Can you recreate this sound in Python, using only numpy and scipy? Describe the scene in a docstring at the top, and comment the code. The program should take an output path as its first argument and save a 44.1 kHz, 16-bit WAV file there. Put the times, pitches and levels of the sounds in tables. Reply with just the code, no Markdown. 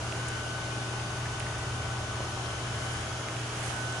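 """Laboratory machinery runs from the first moment: a wide rush of fan air, a throbbing mains hum,
a motor's comb of overtones and the thin whine of a fast rotor, which starts out on the left.
A soft brush opens the scene, and faint handling ticks and creaks dot it throughout, close by.
Around three seconds the brushing returns; then, as the microphone moves, the whine dips and
swings over to the right ear."""
import sys
import numpy as np
from scipy import signal
from scipy.fft import rfft, irfft
from scipy.io import wavfile

SR = 44100
rng = np.random.default_rng(int(sys.argv[2]) if len(sys.argv) > 2 else 0)


def digitize_waveform(pressure):
    """Quantize a signal to 16-bit integers and store it at the path in sys.argv[1].

    Rows of a 2-D input are taken as channels; values are limited to [-1, 1].
    """
    field = np.atleast_2d(pressure).T
    bounded = np.clip(field, -1, 1)
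    quanta = np.round(bounded * 32767).astype(np.int16)
    wavfile.write(sys.argv[1], SR, quanta)


N = 176400
TIME, BIN_HZ = np.arange(N) / SR, np.maximum(np.arange(N // 2 + 1) * SR / N, 1)


def from_db(db):
    """Decibels to gain."""
    return 10 ** (np.asarray(db) / 20)


def in_time(rows):
    """Each column of an automation curve at every sample."""
    times, *columns = np.transpose(rows)
    return np.array([np.interp(TIME, times, column) for column in columns])


def in_pitch(rows):
    """Each column of a spectrum at every frequency bin."""
    hz, *columns = np.transpose(rows)
    return np.array([np.interp(np.log(BIN_HZ), np.log(hz), column) for column in columns])


def panned(pan_db):
    """Constant-power pan; pan_db is left minus right."""
    gains = from_db(np.array([[.5], [-.5]]) * pan_db)
    return gains / np.sqrt(np.mean(gains ** 2, axis=0))


def drift(per_s):
    """A random modulator, roughly -1 to 1, gliding to per_s new values a second."""
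    knots = rng.standard_normal(4096)
    return np.interp(TIME * per_s + rng.random(), np.arange(len(knots)), knots)


def noise(spectrum):
    """Two unrelated noise spectra with the given density."""
    return rfft(rng.standard_normal((2, N))) * np.sqrt(SR / 2) * from_db(in_pitch(spectrum))


def tone(cycles, level_db, spread_rad=0):
    """A stereo sine; the room shifts its phase between the ears by spread_rad."""
    phase = 2 * np.pi * (cycles + rng.random())
    ear_shift = np.array([[.5], [-.5]]) * spread_rad * rng.choice([-1, 1])
    return np.sqrt(2) * from_db(level_db) * np.sin(phase + ear_shift)


def room_colour(spectra, diffuse, positions=6, depth_db=3, spacing_hz=34.96):
    """The moving microphone crossfades through spots in the room, each with its own peaks and dips."""
    out = 0
    for k in range(positions):
        knots = rng.standard_normal((2, 4096))
        ripple = from_db([depth_db * np.interp(BIN_HZ / spacing_hz, np.arange(4096), e) for e in knots])
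        ripple /= np.sqrt(np.mean(ripple ** 2))
        nearness = np.maximum(1 - np.abs(TIME / TIME[-1] * (positions - 1) - k), 0)
        out = out + nearness * irfft(spectra * ripple ** diffuse, N)
    return rfft(out)


def flicker(spectra, bands=7, low_hz=266, high_hz=1920, depth_db=1.14):
    """Neighbouring midrange bands swell and fade, each on its own."""
    place = np.log(BIN_HZ / low_hz) / np.log(high_hz / low_hz) * (bands - 1)
    swells = 0
    for k in range(bands):
        band = irfft(spectra * np.maximum(1 - np.abs(place - k), 0), N)
        swells = swells + band * (from_db(depth_db * drift(14)) - 1)
    return spectra + rfft(swells)


# Tone colour of the air bed: pitch_hz, density_db (per Hz)
AIR_SPECTRUM = [(20, -79), (35, -76), (50, -71), (66, -64.5), (105, -70), (130, -66), (185, -74),
                (280, -73.5), (450, -73.5), (600, -70.5), (860, -70.5), (1020, -71.5), (1320, -71.5),
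                (1600, -74.5), (2000, -78), (2450, -77), (2950, -75.5), (3350, -78), (3900, -81.5),
                (5900, -81), (6650, -80), (7300, -85.5), (8500, -87), (11000, -89)]
# Its stereo image: pitch_hz, correlation (0 to 1), pan_db
AIR_IMAGE = [(100, 0.98, 1), (170, .98, 0.5), (260, .88, 2), (420, 0.85, 0.5), (680, 0.7, 1.7),
             (1100, 0.62, 1.5), (1700, .3, 1), (2870, 0, 1), (4400, 0.13, 1.5), (6500, 0.3, -1),
             (8500, 0.3, -3), (11000, 0.34, -4)]
# Fader rides on its rumble, mids and hiss: time_s, gain_db
RUMBLE_RIDE = [(0, 1.5), (.9, -2.5), (1.8, 3.3), (2.4, 0.5), (2.95, 2.2), (3.3, -2), (4, -4.5)]
MID_RIDE = [(0, 0.1), (.45, -0.4), (.7, -0.3), (1.6, 0), (2.3, -0.2), (2.6, -0.5), (2.85, 1.2), (3.1, -.3),
            (3.4, -1.5), (3.7, 0.1), (4, -0.2)]
HISS_RIDE = [(0, 0.054), (.7, -0.022), (1.4, -0.072), (2.05, -.5), (2.55, .4), (3.1, 0.093), (3.45, 0),
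             (3.75, .4), (4, .4)]


def fan_air(rumble_hz=130, hiss_hz=1690):
    """Fan rush, nearly mono in the bass and diffuse in the treble."""
    correlation, pan_db = in_pitch(AIR_IMAGE)
    mid, side = noise(AIR_SPECTRUM)
    rush = np.sqrt((1 + correlation) / 2) * mid + np.sqrt((1 - correlation) / 2) * side * [[1], [-1]]
    rush = flicker(room_colour(panned(pan_db) * rush, diffuse=1 - correlation ** 2))
    low, below_hiss = (1 / (1 + (BIN_HZ / hz) ** 6) for hz in (rumble_hz, hiss_hz))
    zones = (low, RUMBLE_RIDE), (below_hiss - low, MID_RIDE), (1 - below_hiss, HISS_RIDE)
    return sum(irfft(rush * share, N) * from_db(in_time(ride)) for share, ride in zones)


# Low drones of other machines: pitch_hz
DRONE_HZ = [41.4, 82.8, 95.4, 103.5, 124.2]
# The same drones before the rumble ride: level_db
DRONE_DB = [-60, -48, -59.5, -50, -53]


def hum(mains_hz=120.03, mains_db=-39, waver_db=.9):
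    """Mains hum throbs as it beats with low machine drones, which swell with the rumble."""
    mains = tone(mains_hz * TIME, mains_db - waver_db * drift(5.5))
    drones = sum(tone(hz * TIME, db + in_time(RUMBLE_RIDE) - waver_db * drift(5))
                 for hz, db in zip(DRONE_HZ, DRONE_DB))
    return mains + drones


def fan_tone(pitch_hz=783.5, ears_db=(-51.5, -58.5), waver_db=.5):
    """A fan's faint, wavering note, left of centre."""
    return tone(pitch_hz * TIME, np.vstack(ears_db) + waver_db * drift(4), spread_rad=.93)


# The motor's comb: shaft_multiple, left_db, right_db
MOTOR_OVERTONES = [(4, -61, -62), (5, -54, -55), (6, -59, -60), (7, -58, -58), (8, -61, -61), (9, -60, -60),
                   (10, -60, -62), (11, -51.5, -56), (12, -61, -68), (13, -54, -56), (14, -59, -57),
                   (15, -56, -57), (21, -57.5, -57.5), (22, -57, -61), (23, -63, -57), (24, -70, -63),
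                   (29, -63, -66), (37, -62, -67), (38, -55, -67), (41, -60, -69), (42, -70, -62),
                   (43, -61, -65), (44, -56.5, -66), (45, -65, -60), (47, -60, -66), (48, -72, -63),
                   (49, -56.5, -62), (50, -60, -66), (51, -61, -69), (57, -66, -73), (60, -65, -65)]


def motor(shaft_hz=28.856, wander_hz=.0081, waver_db=.8):
    """Overtones of one shaft, each wavering a little in the room."""
    turns = np.cumsum(shaft_hz + wander_hz * drift(2.08)) / SR
    return sum(tone(multiple * turns, np.vstack(ears_db) + waver_db * drift(2.5), multiple / 35)
               for multiple, *ears_db in MOTOR_OVERTONES)


# Tone colour of the brushing: pitch_hz, density_db (per Hz)
BRUSH_SPECTRUM = [(500, -90), (1500, -72.5), (3000, -81.5), (5000, -84.5), (8000, -82.5), (11000, -83)]
# Brush strokes: centre_s, half_length_s, gain_db
BRUSH_STROKES = [(.2, 0.22, -11), (2.92, 0.11, -6), (3.667, 0.071, -1), (3.72, 0.33, -9)]


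def brushing(grain_db=2.5, pan_db=-6.5):
    """Soft swells of grainy noise, close by on the right."""
    power = sum(from_db(db) ** 2 * np.exp(-((TIME - centre_s) / half_s) ** 2)
                for centre_s, half_s, db in BRUSH_STROKES)
    strokes = irfft(noise(BRUSH_SPECTRUM), N) * np.sqrt(power)
    return strokes * from_db(grain_db * drift(300)) * panned(pan_db)


def tick(start_s, level_db, pitch_hz, t60_s, pan_db, crack_db=-6, crack_s=.0008):
    """A tiny, dulled crack and three neighbouring modes that die quickly."""
    t = np.arange(SR // 20) / SR
    modes_hz = pitch_hz * np.array([[.85], [1], [1.15]])
    modes = np.sin(2 * np.pi * modes_hz * t + rng.uniform(-1, 1, (2, 3, 1)))
    ring = np.array([.5, 1, .5]) @ modes / np.sqrt(2) * from_db(-60 * t / t60_s)
    crack = from_db(crack_db) * rng.standard_normal((2, len(t))) * np.exp(-t / crack_s)
    crack = signal.sosfilt(signal.butter(2, min(1.5 * pitch_hz, SR / 3), fs=SR, output="sos"), crack)
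    out, start = np.zeros((2, N + SR)), int(start_s * SR)
    out[:, start:start + len(t)] = from_db(level_db) * panned(pan_db) * (ring + crack)
    return out[:, :N]


def creaks(per_s=12, level_db=-45, low_hz=1150, high_hz=3450):
    """Very faint creaks, each one tick at a random time, pitch and pan."""
    out = 0
    for when, size, pitch, place in rng.random((int(per_s * N / SR), 4)):
        hz = low_hz * (high_hz / low_hz) ** pitch
        out = out + tick(when * N / SR, level_db + 2 * size - 1, hz, t60_s=.009, pan_db=10 * place - 5)
    return out


# Cue list of ticks and soft taps: start_s, level_db, pitch_hz, t60_s, pan_db
TICK_CUES = [(0.1247, -23.5, 2750, .008, -11), (0.2837, -26, 7700, 0.0072, -3), (.2873, -27, 8800, .005, 2),
             (.2897, -31, 9200, .003, -6), (.465, -29.5, 716, 0.031, -1), (0.939, -29, 1200, 0.031, 0),
             (0.999, -30, 2600, 0.014, -3), (1.258, -29, 1740, 0.031, 2), (1.3982, -26, 10200, 0.0027, -7),
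             (1.4035, -26.5, 2600, 0.0082, -7), (1.427, -27, 2050, .01, -4), (1.4673, -29, 1780, 0.023, -3),
             (1.585, -33, 9000, .004, -2), (2.205, -27, 696, 0.029, -1), (2.375, -30, 920, 0.036, 2),
             (2.461, -30.5, 4450, .008, 4), (3.21, -34, 1810, 0.028, 0), (3.2862, -26, 2100, .009, 1),
             (3.3667, -28, 2880, .007, -6), (3.925, -29, 8000, .004, -4)]


def handling():
    """Things handled close by give small ticks and taps."""
    return sum(tick(*cue) for cue in TICK_CUES)


# The whine at the moving microphone: time_s, left_db, right_db
WHINE_RIDE = [(0, -54, -70), (.17, -42.5, -47), (.55, -40.5, -45.5), (.85, -43.5, -52), (1.9, -44, -48.5),
              (2.65, -45.5, -60), (2.95, -44.5, -52), (3.15, -45.5, -63), (3.4, -54.5, -49.5),
              (3.65, -68, -47.5), (3.78, -65, -36.5), (3.9, -47, -38.5), (4, -43, -40)]


def rotor_whine(pitch_hz=1500.3, octave_db=(-56, -62), octave_waver_db=5.5):
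    """A fast rotor and its octave, heard through the room's standing waves."""
    cycles = pitch_hz * TIME
    octave_ride = np.vstack(octave_db) + octave_waver_db * np.array([drift(4.5), drift(4.3)])
    return tone(cycles, in_time(WHINE_RIDE), spread_rad=.86) + tone(2 * cycles, octave_ride, 2.3)


def scene():
    """The machine bed with the close sounds on top."""
    machines = fan_air() + motor() + hum() + fan_tone() + rotor_whine()
    return machines + handling() + brushing() + creaks()


def record(dry):
    """A steep high cut on the whole mix."""
    cutoff_hz = 11080
    return signal.sosfilt(signal.ellip(12, .1, 80, cutoff_hz, fs=SR, output="sos"), dry)


dry = scene()
out = record(dry)
digitize_waveform(out)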